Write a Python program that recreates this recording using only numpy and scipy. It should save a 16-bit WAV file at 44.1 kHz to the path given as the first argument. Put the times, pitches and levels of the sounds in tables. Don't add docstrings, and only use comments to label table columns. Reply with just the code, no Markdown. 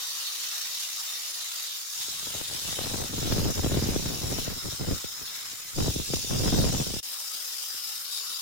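import sys
import numpy as np
from scipy import signal
from scipy.fft import rfft, irfft, next_fast_len
from scipy.io import wavfile
from scipy.ndimage import uniform_filter1d

SR = 44100
rng = np.random.default_rng(int(sys.argv[2]) if len(sys.argv) > 2 else 0)


def store_pcm(level_fs):
    pcm = np.round(np.clip(level_fs, -1, 1) * 32767).astype(np.int16)
    wavfile.write(sys.argv[1], SR, np.atleast_2d(pcm).T)


N = 370881
WINDOW, HOP = 1024, 256
CONTROL_STEP = 20

STAGE_STARTS = [0, 1.96, 3.05, 4.45, 5.75, 7.02, 8.05]
# f/Hz, level/dB (per Hz)
FLUTTER = [(150, -19), (400, 1.5), (700, -0.5), (1200, -10), (2000, -9.5), (3500, -6.5), (8000, -60)]


def from_db(db):
    return 10 ** (np.asarray(db) / 20)


def rms_one(x):
    return x / np.sqrt(np.mean(x ** 2) + 1e-20)


def in_time(rows):
    s, *columns = np.transpose(rows)
    t = np.arange(N) / SR
    return [np.interp(t, s, column) for column in columns]


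def at_hz(spectrum, hz):
    table_hz, table_db = np.array(spectrum).T
    return np.interp(np.log(hz), np.log(table_hz), table_db)


def colour(x, spectrum):
    size = next_fast_len(N)
    hz = np.arange(1, size // 2 + 2) * SR / size
    return irfft(rfft(x, size) * from_db(at_hz(spectrum, hz)), size)[..., :N]


def drift(rate_hz, shape, step):
    run_in = 2000
    r = np.exp(-2 * np.pi * rate_hz * step / SR)
    white = rng.standard_normal((*shape[:-1], shape[-1] + run_in))
    return rms_one(signal.lfilter([1], [1, -2 * r, r * r], white)[..., run_in:])


def lumps(*speeds):
    size = N // CONTROL_STEP + 1
    level_db = sum(db * drift(hz, (size,), CONTROL_STEP) for hz, db in speeds)
    return np.interp(np.arange(N) / CONTROL_STEP, np.arange(size), from_db(level_db))


def shimmer(shape, width_hz, rate_hz):
    across = max(round(width_hz * WINDOW / SR), 1)
    field = uniform_filter1d(drift(rate_hz, shape, HOP), across, axis=-2)
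    return rms_one(uniform_filter1d(field, across, axis=-2))


def steadied(x, span, share):
    mean_power = np.mean(np.reshape(x ** 2, (-1, x.shape[-1])), axis=0)
    power = uniform_filter1d(mean_power, span) + 1e-20
    return x / power ** (share / 2)


def gusts():
    # start t/s, peak t/s,
    # end t/s (where the fall starts; if before the start, the gust is faint or unheard),
    # rumble level/dB at the peak, level/dB of the brighter left-port part re rumble
    gust_rows = [(2.04, 2.1, 2.2, -55, -18), (2.21, 2.38, 2.45, -45, -0.5), (2.49, 2.55, 2.59, -47, 3),
                 (2.63, 2.67, 2.74, -42, -3), (2.777, 2.984, 3.04, -33.5, 0), (3.114, 3.44, 3.5, -24, -10),
                 (3.571, 3.773, 4.08, -24.5, -9.5), (4.036, 4.1, 4.14, -31.5, -6.5),
                 (4.17, 4.294, 4.45, -31, -7.5), (4.466, 4.48, 4.575, -36, -11),
                 (4.652, 4.66, 4.7, -35, -12), (4.72, 4.73, 4.74, -40, -12), (4.805, 4.82, 4.84, -33, -8),
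                 (4.885, 4.896, 4.93, -25, -15), (5.039, 5.043, 5, -45.5, -1.5),
                 (5.212, 5.225, 5.24, -50, -3), (5.53, 5.54, 4.8, -56, -3),
                 (5.776, 5.82, 5.9, -25.5, -10.5), (5.955, 5.97, 6.02, -34.5, -12),
                 (6.101, 6.105, 6.2, -33.5, -18), (6.235, 6.245, 6.255, -41, -10),
                 (6.3, 6.55, 6.82, -21, -9.5), (6.86, 6.87, 7, -40, -11)]
    lull = (1.97, 0, 7.0, -59.5, -3)
    sag_rate, rise_rate, fall_rate = 31.5, 500, 405
    t = np.arange(0, N, CONTROL_STEP) / SR
    start, peak, end, level_db, bright_db = np.transpose([lull, *gust_rows])[..., None]

    sag_db = sag_rate * np.abs(np.clip(t, start, end) - peak)
    sag_db[0] = 0
    rise_db = rise_rate * np.maximum(start - t, 0)
    fall_db = fall_rate * np.maximum(t - end, 0)
    shape_db = level_db - sag_db - rise_db - fall_db

    flurry_db = 1.3 * drift(14.0, (2, len(t)), CONTROL_STEP)
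    rumble_db = shape_db.max(axis=0) + flurry_db[0]
    flutter_db = bright_db[shape_db.argmax(axis=0), 0] + flurry_db[1]
    return in_time(np.transpose([t, rumble_db, flutter_db]))


def sweeps(clicks, start_hz, end_hz, fall_s, decay_s):
    t, out = np.arange(SR // 12) / SR, np.zeros((2, N))
    dealt = rng.integers(0, 8, (2, N))
    for k, (spread, phase) in enumerate(rng.random((8, 2))):
        pitch = (end_hz + start_hz * np.exp(-t / fall_s)) * 2 ** (0.95 * (spread - .5))
        wave = np.sin(2 * np.pi * (np.cumsum(pitch) / SR + phase))
        shape = wave * (1 - np.exp(-t / 0.00055)) * np.exp(-t / decay_s)
        out += signal.oaconvolve(clicks * (dealt == k), shape[None], axes=1)[:, :N]
    return out


def rumble(eddies, gusty):
    # f/Hz, level/dB (per Hz)
    rumble_spectrum = [(20, 6), (40, 5.5), (108, 5), (220, -6.5), (400, -12.5), (550, -12.5), (750, -25.5),
                       (1200, -58)]
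    # f/Hz, level/dB
    right_port = [(250, 0.5), (600, -4.5)]
    swept = sweeps(eddies, 464, 65.8, fall_s=0.00382, decay_s=0.009)
    whitened = rms_one(np.diff(swept, prepend=0)) + 1.73 * gusty * rng.standard_normal((2, N))
    low = rms_one(steadied(colour(whitened, rumble_spectrum), SR // 16, share=0.76))
    low[1] = colour(low[1], right_port)
    return low


def flutter(eddies):
    quick = sweeps(eddies, 1556, 312, fall_s=0.001787, decay_s=0.006)[0]
    ticks = np.convolve(eddies, np.hanning(70), "same") * rng.standard_normal(N)
    mixed = rms_one(np.diff(quick, prepend=0)) + 0.49 * rms_one(ticks)
    return rms_one(steadied(colour(mixed, FLUTTER), SR // 16, share=0.62))


def strong_puffs():
    # t/s, level/dB driving the thud, level/dB driving the left-port tick and its noise
    puff_rows = [(2.083, -39, -40), (2.269, -39, -33), (2.349, -34, -30), (2.411, -32, -26.5),
                 (2.498, -41, -31), (2.547, -32, -47), (2.647, -36, -34), (2.726, -31, -27.5),
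                 (2.788, -34, -22), (2.869, -31, -27), (2.94, -24, -22), (2.999, -24, -34),
                 (3.043, -27, -43), (3.097, -31, -44), (3.139, -25, -38), (3.179, -23, -29),
                 (3.227, -22, -28), (3.275, -22, -33), (3.323, -15.5, -19.5), (3.381, -19, -27),
                 (3.463, -19, -31), (3.578, -21, -27), (3.644, -16, -19.5), (3.662, -18, -28),
                 (3.718, -23, -32), (3.77, -17.5, -22.5), (3.841, -23, -29), (3.887, -16, -28),
                 (3.961, -16, -22), (4.058, -21.5, -24.5), (4.233, -26, -40), (4.326, -24, -36),
                 (4.385, -22, -29), (4.477, -22, -27), (4.655, -27, -36), (4.724, -32, -36),
                 (4.809, -24.5, -33), (4.91, -17, -26), (5.042, -26, -29), (5.214, -36, -48),
                 (5.531, -41, -51), (5.803, -17, -24), (5.88, -16.5, -24), (5.96, -19, -36),
                 (5.997, -21.5, -28), (6.136, -16.5, -24.5), (6.167, -27, -31), (6.245, -29.5, -45),
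                 (6.332, -23, -30), (6.457, -18, -29), (6.527, -16.5, -24), (6.642, -18, -23),
                 (6.747, -18.5, -22.5), (6.799, -18.5, -27), (6.867, -23, -40), (6.905, -26, -40),
                 (6.938, -24, -30), (6.965, -25.5, -35), (7.743, -52.5, -42)]
    single = np.zeros((2, N))
    single[:, [round(row[0] * SR) for row in puff_rows]] = from_db(np.array(puff_rows)[:, 1:].T)
    out = sweeps(single[0], 450, 49.5, fall_s=0.00421, decay_s=0.013)
    out[0] += sweeps(single[1], 1205, 347, fall_s=0.0019, decay_s=0.0038)[0]
    swell = signal.oaconvolve(single[1], np.hanning(500))[100:N + 100]
    ragged = swell * rng.standard_normal(N)
    out[0] += from_db(7.5) * colour(ragged, FLUTTER)
    return out


def draught():
    rumble_db, bright_db = gusts()
    gusty = lumps((40.0, 1.5))
    strength_db = 2.34 * np.minimum(rng.exponential(1, N), 4)
    eddies = gusty * (rng.random(N) < 260 / SR) * from_db(strength_db)
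    wind = rumble(eddies, gusty)
    wind[0] += from_db(bright_db) * flutter(eddies)
    blowing = np.arange(N) < STAGE_STARTS[5] * SR
    return blowing * from_db(rumble_db) * wind + strong_puffs()


def blade_and_spray(hz, s, stage):
    # f/Hz, width f/Hz, left level/dB in stages 1-7, right level/dB in stages 1-7
    blade = [(1280, 420, -6.5, -20, -11, -2.5, -23, -8.5, -5.5, -4.5, -20, -5, -2.5, -14.5, -4, -3),
             (2000, 420, -5, -7.5, -6, -4, -21.5, -26, -26, -7, -9, -7, -3, -17, -8, -18),
             (2880, 620, -3.5, -8, -3.5, -18, -2.5, -19, -14, -2, -12, -6, -21, -1.5, -1, -3),
             (3722, 340, 7, 4, 4, 3, 6, -10, 7, 7, 6.5, 5.5, 2.5, 2, 3.5, 9),
             (4180, 120, -4, -8, -12, -7, -12, -12, -3, 5, 1, -10, 0, -9, -14, -2),
             (4550, 184, 2, -5, -1, -10.5, -23, -15, 7, 7.5, 0, -7, -3, -5, -10, -1),
             (4870, 250, 2, -2, 0, -9, 0, 5, 9.5, 0, -1, 0, -2, 6, -4, -1),
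             (5160, 216, -4.5, 1.5, -3, 6, 8.5, 10.5, 12.5, 4, 4, 7.5, 8.5, 9.5, 5, 6),
             (5635, 470, 5, 0.5, 5.5, 4, 7.5, 1.5, -1, 7, 3, 4, 2, 5.5, 1, 2),
             (6420, 190, 5, 2, 2, -3, -9, -15, -3, -1, -4, -5, -10, 1, -8, -1),
             (6920, 175, 4.5, -1, 4.5, 4.5, 5.5, -3, 4, -21, 2, 1, -1, 8, -1, 6),
             (7560, 200, -8, -6, -13, -13, -6, -5, 1, 6, -1, -3, 3, 0, 1, 0),
             (8420, 570, -9, -4, -9, -6, -4.5, -9, -19, -8, -0.5, -3.5, -3.5, -1.5, -1.5, -4),
             (9670, 240, -4, -7, -19, -8, -7, -9, -27, 0.5, 1.5, -10, -5, -21, 1.5, -1),
             (10710, 480, -4, -4.5, -4, -7, -15, -9, -5, -3.5, -1, -1, -3, -3, -5, -2),
             (11900, 230, -14.5, -10, -20, -5, -12, -8, -10, -2, -10, -3, -1, -5, -2, -3),
             (13220, 240, -2, -12, -8, -9, -15, -6, -9, -2, 1, -2, -3, -16, 3, -2),
             (14860, 250, -5, -2, -3, -1, -17, -7, -14, 1.5, 0.5, 0, 2, -0.5, -2, -6)]
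    # f/Hz, level/dB (per Hz)
    spray = [(30, -52), (110, -27), (420, -17.5), (1300, -7.5), (2100, -10), (3000, -3), (4000, -0.5),
             (5300, -5.5), (6800, 0), (8100, -5.5), (9100, -9), (12500, -9), (15700, -9.5)]
    spray_by_stage = [-0.7, 0, -0.37, 0.12, -0.61, 0.25, -1.5]
    spray_db = at_hz(spray, hz + 1)[:, None] + np.array(spray_by_stage)[stage]
    power = from_db(2 * spray_db) * np.ones((2, 1, 1))

    shape = (len(blade), len(s))
    swell_db = 1.0 * drift(1.65, shape, HOP) + 0.89 * drift(10.3, shape, HOP)
    slide_hz = 60 * drift(0.7, shape, HOP)
    for k, (mode_hz, width_hz, *level_db) in enumerate(blade):
        near = np.abs(hz - mode_hz) < 1500
        offset = 2 * (hz[near, None] - mode_hz - slide_hz[k]) / width_hz
        peak = 1 / (1 + offset ** 2) ** 1.08
        mode_db = np.reshape(level_db, (2, -1))[:, None, stage] + swell_db[k]
        power[:, near] += peak * from_db(2 * mode_db)
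    return power


def grind():
    # t/s, level/dB
    cut = [(0.0, -32), (0.96, -32.5), (1.24, -34.5), (1.59, -33), (1.91, -36.5), (1.97, -32), (2.32, -35),
           (2.71, -31.5), (3.12, -36), (3.21, -32), (3.6, -33.5), (4.03, -32.5), (4.19, -34.5),
           (4.4, -32.5), (4.5, -35), (5.5, -36.5), (5.6, -39.5), (5.74, -38), (5.81, -31), (6.04, -34.5),
           (6.14, -30.5), (6.29, -32.5), (6.5, -29.5), (6.99, -33.5), (7.05, -37), (7.84, -35.5),
           (8.08, -37.5), (8.13, -32.5), (8.41, -35.5)]
    right_by_stage = [-1.5, -2.5, -1.5, -2.0, -1.5, -3.5, -3.5]
    treble_by_stage = [-37, -36.5, -37.5, -40, -36.5, -37.5, -38]
    bite = lumps((20.0, .3), (90.0, 1.0))
    hz, s, grit = signal.stft(bite * rng.standard_normal((2, N)), SR, nperseg=WINDOW, noverlap=WINDOW - HOP)
    stage = np.searchsorted(STAGE_STARTS, s, side="right") - 1
    power = blade_and_spray(hz, s, stage)

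    patches_db = 2.1 * shimmer(power.shape[1:], 130, 9.4) + 0.81 * shimmer(power.shape, 130, 7.8)
    patches_db += 0.87 * shimmer(power.shape[1:], 700, 14.5)
    gain = np.sqrt(power) * from_db(patches_db)
    gain[1] *= from_db(right_by_stage)[stage]

    grind_db = np.interp(s, *np.transpose(cut)) + 0.3 * drift(4.0, s.shape, HOP)
    mean_db = np.bincount(stage, grind_db) / np.bincount(stage)
    treble_db = np.array(treble_by_stage)[stage] + 0.53 * (grind_db - mean_db[stage])
    treble_hz = 8000
    for band, band_db in ((hz < treble_hz, grind_db), (hz >= treble_hz, treble_db)):
        even = steadied(gain[:, band], 16, share=0.99) * np.sqrt(len(hz) / band.sum())
        gain[:, band] = even * from_db(band_db)
    return signal.istft(grit * gain, SR, nperseg=WINDOW, noverlap=WINDOW - HOP)[1][:, :N]


def scene():
    # t/s, level/dB
    break_rows = [(6.999, -1.5), (7.009, -20), (7.027, -19), (7.0295, -1), (7.04, 0)]
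    low_cut = signal.butter(2, 65, "high", fs=SR, output="sos")
    hiss = signal.sosfilt(low_cut, grind())
    return from_db(in_time(break_rows)[0]) * (hiss + draught())


def record(dry):
    top_cut = signal.ellip(12, .3, 80, 15950, fs=SR, output="sos")
    return signal.sosfilt(top_cut, dry)


dry = scene()
out = record(dry)
store_pcm(out)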